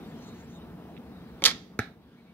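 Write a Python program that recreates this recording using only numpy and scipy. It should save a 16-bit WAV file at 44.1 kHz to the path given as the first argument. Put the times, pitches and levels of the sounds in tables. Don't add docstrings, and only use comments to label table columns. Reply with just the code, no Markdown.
import sys
import numpy as np
from scipy import signal
from scipy.fft import rfft, irfft, next_fast_len
from scipy.io import wavfile
from scipy.ndimage import uniform_filter1d

SR = 44100
rng = np.random.default_rng(int(sys.argv[2]) if len(sys.argv) > 2 else 0)


def master_out(mix):
    frames = np.transpose(np.atleast_2d(mix))
    ceiling = np.clip(frames, -1, 1)
    pcm = np.round(ceiling * 32767).astype(np.int16)
    wavfile.write(sys.argv[1], SR, pcm)


def voltage_ratio(level):
    return 10 ** (np.asarray(level, float) / 20)


N = 103061

# (time [s], level [dB], fade [s], left-right [dB], weight on the handle [dB])
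SLAPS = [(1.4211, -39.5, 0.012, 4, 7), (1.4391, -17.5, .004, -0.5, -1), (1.4394, -18, 0.0038, 2, -4),
         (1.4435, -26, 0.0064, 0, 2), (1.4514, -15.5, 0.0043, 0, -2.5), (1.4536, -10.5, 0.0039, -1, -2),
         (1.456, -26, 0.0068, 0.5, -4), (1.4592, -11, 0.0044, -4, -3.5), (1.4625, -17, 0.0075, 6, 2),
         (1.4637, -21, .006, 4, 3), (1.4672, -23.5, 0.01, 1.5, 4), (1.474, -22, 0.008, 3, 6),
         (1.4803, -24, 0.0054, -4.5, 4.5), (1.485, -31.5, .01, 3, 7.5), (1.4905, -32.5, .008, 2.5, 8.5),
         (1.4955, -38, .01, 3, 6), (1.503, -36, 0.016, 1, 6), (1.512, -35, .012, 4, 8.5)]
# (frequency [Hz], width [Hz], level [dB])
LIMB_MODES = [(3330, 530, 3.5), (3950, 690, -1.5), (4510, 700, 4), (5620, 1800, -5.5), (7200, 1300, -9),
              (8300, 1300, -15.5), (10020, 800, -12.5), (12000, 980, -15)]
# (frequency [Hz], width [Hz], level [dB])
HANDLE_MODES = [(480, 78, -11.5), (787, 300, -14.5), (1095, 82, -13.5), (1300, 110, -3.5), (1780, 400, -7),
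                (2250, 500, -7.5)]
# (frequency [Hz], width [Hz], level [dB])
SNAP_MODES = [(14000, 3200, -25.5)]
# (frequency [Hz], width [Hz], level [dB])
WHIRR_BANDS = [(467, 380, 1.5), (753, 170, -4), (1020, 120, 1)]
# (time [s], level [dB], fade [s], left-right [dB])
TICKS = [
    (.966, -49, 0.0095, 0),
    (.976, -53, 0.0094, -2.5),
    (1.4222, -33, 0.0055, -2),
]
# (frequency [Hz], width [Hz], level [dB])
TICK_MODES = [(2264, 500, 4), (3566, 600, -1)]
# (frequency [Hz], width [Hz], level [dB])
SLAP_SCATTER = [(2480, 1500, -13), (3900, 1800, -6.5), (5800, 2000, -9), (14000, 2500, -29)]
# (time [s], level [dB], fade [s], left-right [dB])
THUDS = [
    (1.7901, -19.5, 0.0048, 1),
    (1.7909, -16.5, 0.0037, -5.5),
    (1.796, -25, 0.005, -3.5),
    (1.8015, -27.5, .006, -2),
    (1.809, -45, 0.011, 8),
    (1.818, -34, 0.017, -9),
]
# (frequency [Hz], width [Hz], level [dB])
FACE_MODES = [(720, 113, 2), (1274, 118, -5), (1468, 171, 2.5), (1699, 124.4, 2), (1920, 172, 2.5),
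              (2255, 170, -7), (2593, 299, -12), (4040, 557, -12)]
# (frequency [Hz], width [Hz], level [dB])
CRACK_MODES = [(5250, 650, -25), (6100, 600, -15.5), (7520, 1200, -23), (10380, 1100, -25),
               (13200, 1100, -23.5), (15000, 900, -26)]
# (frequency [Hz], level [dB], 60 dB decay [s], swell [s])
BODY_MODES = [(112.6, -16, 0.061, 0.0068), (227, -17, 0.038, 0.0017), (428, -22.5, 0.039, 0.00047),
              (1633, -43, 0.28, .006), (1427, -52, .12, 0.0035), (814, -42, 0.18, .004)]
# (frequency [Hz], width [Hz], level [dB])
CRACK_SCATTER = [(3283, 1800, -16.5), (6070, 4300, -25), (12580, 5000, -33)]
# (frequency [Hz], 60 dB decay [s])
BOW_YARD = [(500, 0.22), (1500, 0.26), (4000, .2), (8000, 0.13), (13000, 0.11)]
# (frequency [Hz], 60 dB decay [s])
BLOCK_YARD = [(300, 0.31), (1500, 0.25), (4000, 0.28), (8000, 0.21), (13000, 0.16)]
# (frequency [Hz], 60 dB decay [s])
FAR_WALLS = [(500, .45), (2000, 0.7), (3300, 0.49), (5000, 0.46), (8500, 0.41), (14000, 0.27)]
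# (time [s], length [s], start [Hz], end [Hz], level [dB])
SQUEAKS = [
    (0.02, 0.18, 7400, 6600, -73.5),
    (0.146, 0.19, 5270, 7160, -64.5),
    (0.319, 0.15, 5800, 7300, -66.5),
    (0.46, 0.14, 5600, 7080, -67),
]
# (time [s], length [s], frequency [Hz], level [dB])
BIRDS = [(0, 0.019, 2330, -57), (0.014, 0.062, 3660, -63), (0.04, 0.045, 2930, -67), (.19, 0.11, 4270, -65),
         (0.238, 0.1, 3790, -62.5), (0.516, 0.082, 3710, -63.5), (0.57, 0.081, 2975, -67.5),
         (0.607, 0.029, 3780, -62), (1.11, 0.13, 3806, -67), (2.16, .06, 2290, -72),
         (2.237, 0.092, 2260, -69.5), (1.977, 0.088, 3950, -77)]
# (time [s], recorder gain [dB], leaf rustle [dB])
GAIN = [(0, 2, -62), (.4, -1, -60.5), (.7, -0.52, -69), (1.4, -2, -64.5), (1.5, 2, -74),
        (1.621, -5.5, -98.5), (1.781, -7, -84), (1.86, -3, -78), (1.97, -10, -77.5), (2.13, -11, -67),
        (2.34, -10, -69.5)]
# (frequency [Hz], level [dB per Hz])
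RUSTLE = [(500, -13), (1200, 1), (2500, -3), (4000, -2.5), (7000, -22), (12000, -25), (15700, -26.5),
          (15950, -70.5)]
# (frequency [Hz], level [dB per Hz])
HUM = [(15, -66.5), (25, -43.5), (55, -14.5), (216, 3.5), (349, -7.5), (410, -7.5), (528, -18),
       (664, -11.5), (6000, -42), (7800, -70), (13200, -120)]
# (frequency [Hz], width [Hz], level [dB])
DRONE = [(68.5, 33, -56.5), (174, 29, -52), (232.8, 40, -53.5), (447, 140, -57.5)]
# (frequency [Hz], level [dB per Hz])
HISS = [(3500, -21.5), (5000, -4.5), (7500, -6.5), (10000, -5), (13000, -0.5), (15700, 1), (16000, -36)]
# (frequency [Hz], left-right likeness [0 to 1])
LIKENESS = [(60, 0.787), (180, .99), (550, 0.79), (1650, .8), (4970, 0.18), (15000, 0.27)]
# (frequency [Hz], left-right [dB])
PORTS = [(200, 0), (700, -1), (1500, -2.5), (3000, -4), (4500, -8), (6200, -3), (8500, 1), (13000, -2)]

WHIRR_S, WHIRR_LENGTH_S, WHIRR_DB = 1.4205, 0.1, -34.5
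SHUDDER_S, SHUDDER_LENGTH_S, SHUDDER_HZ, SHUDDER_DB = 1.3, 0.075, 64, -43
BOW_TOP_HZ, BOW_RATTLE, BOW_ECHO_DB, FAR_DB = 13020, 0.79, -11.5, -27.5
PUSH_S, PUSH_RISE_S = 1.7924, 0.0019
BLOCK_RATTLE, BLOCK_ECHO_DB = 0.48, -10
SQUEAK_STEP_HZ = 740
HUM_DB, HISS_DB = -46, -70.5
HISS_SHARE = 0.88
BLOW_LIKENESS = 0.56
BOW_LAG, BLOCK_LAG, FAR_LAG = -4, -2.5, -4.5
NEAR_MONO_HZ = 900
LOW_CUT_HZ, MIC_TOP_HZ, CEILING = 50, 16100, 1.3


def bow():
    u = np.clip((np.arange(N) / SR - WHIRR_S) / WHIRR_LENGTH_S, 0, 1)
    air = pair(0.95)
    whirr = evened(sum(voltage_ratio(db) * ring(air, hz, width) for hz, width, db in WHIRR_BANDS))
    whirr = voltage_ratio(WHIRR_DB) * np.minimum(u / 0.034, 1) * (1 - u) ** 2 * whirr
    on_limbs = [row[:4] for row in SLAPS]
    on_handle = [(s, db + weight, fade, 0) for s, db, fade, _, weight in SLAPS]
    slaps = blows(on_limbs, LIMB_MODES, BOW_RATTLE) + blows(on_handle, HANDLE_MODES)
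    snap = blows(on_limbs[:5], SNAP_MODES)
    direct = dull(slaps, BOW_TOP_HZ) + whirr
    thrown = direct / 2 + blows(on_limbs, SLAP_SCATTER)
    near_walls = voltage_ratio(BOW_ECHO_DB) * yard(thrown, BOW_YARD, 0.015)
    far_walls = voltage_ratio(FAR_DB) * yard(thrown, FAR_WALLS, 0.061)
    return direct + snap + blows(TICKS, TICK_MODES) + shudder() + near_walls + far_walls


def shudder():
    u = np.clip((np.arange(N) / SR - SHUDDER_S) / SHUDDER_LENGTH_S, 0, 1)
    swing = np.sin(2 * np.pi * SHUDDER_HZ * SHUDDER_LENGTH_S * u)
    return voltage_ratio(SHUDDER_DB) * np.sin(np.pi * u) ** 2 * swing


def block():
    t = np.arange(N) / SR - PUSH_S
    age = np.maximum(t + PUSH_RISE_S, 0)
    boom = 0
    for hz, db, t60, swell in BODY_MODES:
        envelope = (1 - np.exp(-age / swell)) * voltage_ratio(db - 60 * age / t60)
        boom = boom + envelope * np.cos(2 * np.pi * hz * t)
    face = blows(THUDS, FACE_MODES, BLOCK_RATTLE)
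    crack = blows(THUDS[:3], CRACK_MODES, 0.85)
    thrown = face + blows(THUDS, CRACK_SCATTER) + boom / 4
    return face + crack + boom + voltage_ratio(BLOCK_ECHO_DB) * yard(thrown, BLOCK_YARD, 0.0089)


def blows(hits, modes, rattle=1):
    first = round(hits[0][0] * SR) - 50
    t, burst, clicks = np.arange(first, N) / SR, 0, 0
    for s, db, fade_s, pan_db in hits:
        age = np.maximum(t - s, 0)
        sides = voltage_ratio([[pan_db / 2], [-pan_db / 2]])
        burst = burst + np.minimum(age / 0.0002, 1) * voltage_ratio(db - 20 * age / fade_s) * sides
        clicks = clicks + voltage_ratio(db) * sides * np.exp(-((t - s) * SR) ** 2)
    drive = rattle * burst * pair(BLOW_LIKENESS)[:, first:] + 4 * clicks
    rung = 0
    for k, (hz, width, db) in enumerate(modes):
        rung = rung + 3 * (-1) ** k * voltage_ratio(db) * ring(drive, hz, width, 1.9)
    return np.pad(rung, [(0, 0), (first, 0)])


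def ring(x, hz, width, wider=1):
    for w in (width, wider * width):
        r = np.exp(-np.pi * w / SR)
        x = signal.lfilter([1 - r], [1, -r * np.exp(2j * np.pi * hz / SR)], x + 1e-18)
    return 2 * x.real


def yard(x, decays, delay_s):
    taps = np.zeros((2, SR))
    at = np.arange(0, SR - 20, 20) + rng.integers(0, 20, (2, (SR - 1) // 20))
    np.put_along_axis(taps, at, rng.choice([-1., 1.], at.shape), 1)
    taps *= np.clip(np.arange(SR) / SR / delay_s, 0, 1) ** 2
    hz, t, z = signal.stft(taps, SR, nperseg=256)
    decay = voltage_ratio(-60 * t / read(decays, hz)[:, None])
    tail = signal.istft(z * decay, SR, nperseg=256)[1]
    return signal.fftconvolve(x, tail / np.linalg.norm(tail[0]), axes=1)[:, :N]


def whistles():
    t, out, air = np.arange(N) / SR, np.zeros((2, N)), pair(0.78)
    grain = voltage_ratio(2.0 * evened(uniform_filter1d(rng.standard_normal(N), size=500)))
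    for s, length, from_hz, to_hz, db in SQUEAKS:
        u = np.clip((t - s) / length, 0, 1)
        hz = from_hz + SQUEAK_STEP_HZ * np.round((to_hz - from_hz) * u / SQUEAK_STEP_HZ)
        squeak = evened(resonate(resonate(air, hz, 1400), hz, 1400))
        out += voltage_ratio(db) * grain * np.sin(np.pi * u) ** 0.9 * squeak
    for s, length, hz, db in BIRDS:
        arch = np.sin(np.pi * np.clip((t - s) / length, 0, 1)) ** 0.52
        out += voltage_ratio(db) * grain * arch * evened(ring(air, hz, 160))
    return out


def resonate(x, hz, width):
    turn = np.exp(2j * np.pi * np.cumsum(hz * np.ones(N)) / SR)
    r = np.exp(-np.pi * width / SR)
    return 2 * (turn * signal.lfilter([1 - r], [1, -r], x / turn + 1e-18)).real


def outdoors():
    s, gain_db, rustle_db = np.transpose(GAIN)
    t, air = np.arange(N) / SR, pair(1.0)
    gain_db = np.interp(t, s, gain_db)
    drone = sum(voltage_ratio(db) * evened(ring(air, hz, width)) for hz, width, db in DRONE)
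    floor = (bed(HUM, HUM_DB, 1.5) + drone) * voltage_ratio(gain_db)
    hiss = bed(HISS, HISS_DB, 0.8) * voltage_ratio(HISS_SHARE * gain_db)
    rustle = bed(RUSTLE, 0, 2.8) * voltage_ratio(np.interp(t, s, rustle_db))
    return hiss + floor + rustle


def bed(spectrum, db, patchy_db):
    frames, hz = N // 256 + 5, np.fft.rfftfreq(1024, 1 / SR)
    a, b, c, d, patches = rng.standard_normal((frames, 513, 5)).T
    patches = uniform_filter1d(patches, size=10, axis=0)
    patches = evened(uniform_filter1d(patches, size=12, axis=1))
    same = read(LIKENESS, hz)[:, None]
    left = a + 1j * b
    z = np.array([left, same * left + np.sqrt(1 - same ** 2) * (c + 1j * d)])
    z *= voltage_ratio(read(spectrum, hz)[:, None] + patchy_db * patches)
    return voltage_ratio(db) * evened(signal.istft(z, nperseg=1024, noverlap=768)[1][:, :N])


def pair(alike):
    a, b = rng.standard_normal((2, N))
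    return np.array([a, alike * a + np.sqrt(1 - alike ** 2) * b])


def evened(x):
    return x / np.sqrt(np.mean(x ** 2) + 1e-20)


def read(points, hz):
    f, value = np.transpose(points)
    return np.interp(np.log(hz + 1), np.log(f + 1), value)


def ports(x, colour, lag, mono_hz):
    size = 2 * next_fast_len(N // 2 + 1024)
    hz = np.fft.rfftfreq(size, 1 / SR)
    left, right = rfft(x, size)
    mid = (left + right) / 2
    side = (left - right) / 2 * 1j * hz / (mono_hz + 1j * hz)
    tilt = causal(colour * read(PORTS, hz) / 2)
    delay = np.exp(-2j * np.pi * hz * lag / SR)
    return irfft([(mid + side) * tilt * delay, (mid - side) / tilt], size)[:, :N]


def causal(db):
    log_gain = np.log(voltage_ratio(np.concatenate([db, db[-2:0:-1]])))
    return np.exp(np.conj(signal.hilbert(log_gain)))[:len(db)]


def dull(x, hz):
    return signal.sosfilt(signal.butter(10, hz, fs=SR, output="sos"), x)


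def scene():
    near = ports(bow(), 1, BOW_LAG, NEAR_MONO_HZ) + ports(block(), 0.59, BLOCK_LAG, NEAR_MONO_HZ)
    far = ports(whistles() + outdoors(), 0.029, FAR_LAG, 100.3)
    return near + voltage_ratio([[0.3], [-0.3]]) * far


def low_pass(x):
    return signal.sosfilt(signal.butter(12, 16570, fs=SR, output="sos"), x)


def record(dry):
    cut = signal.sosfilt(signal.butter(3, LOW_CUT_HZ, "high", fs=SR, output="sos"), dry)
    mix = dull(CEILING * np.tanh(cut / CEILING), MIC_TOP_HZ)
    return low_pass(mix)


dry = scene()
out = record(dry)
master_out(out)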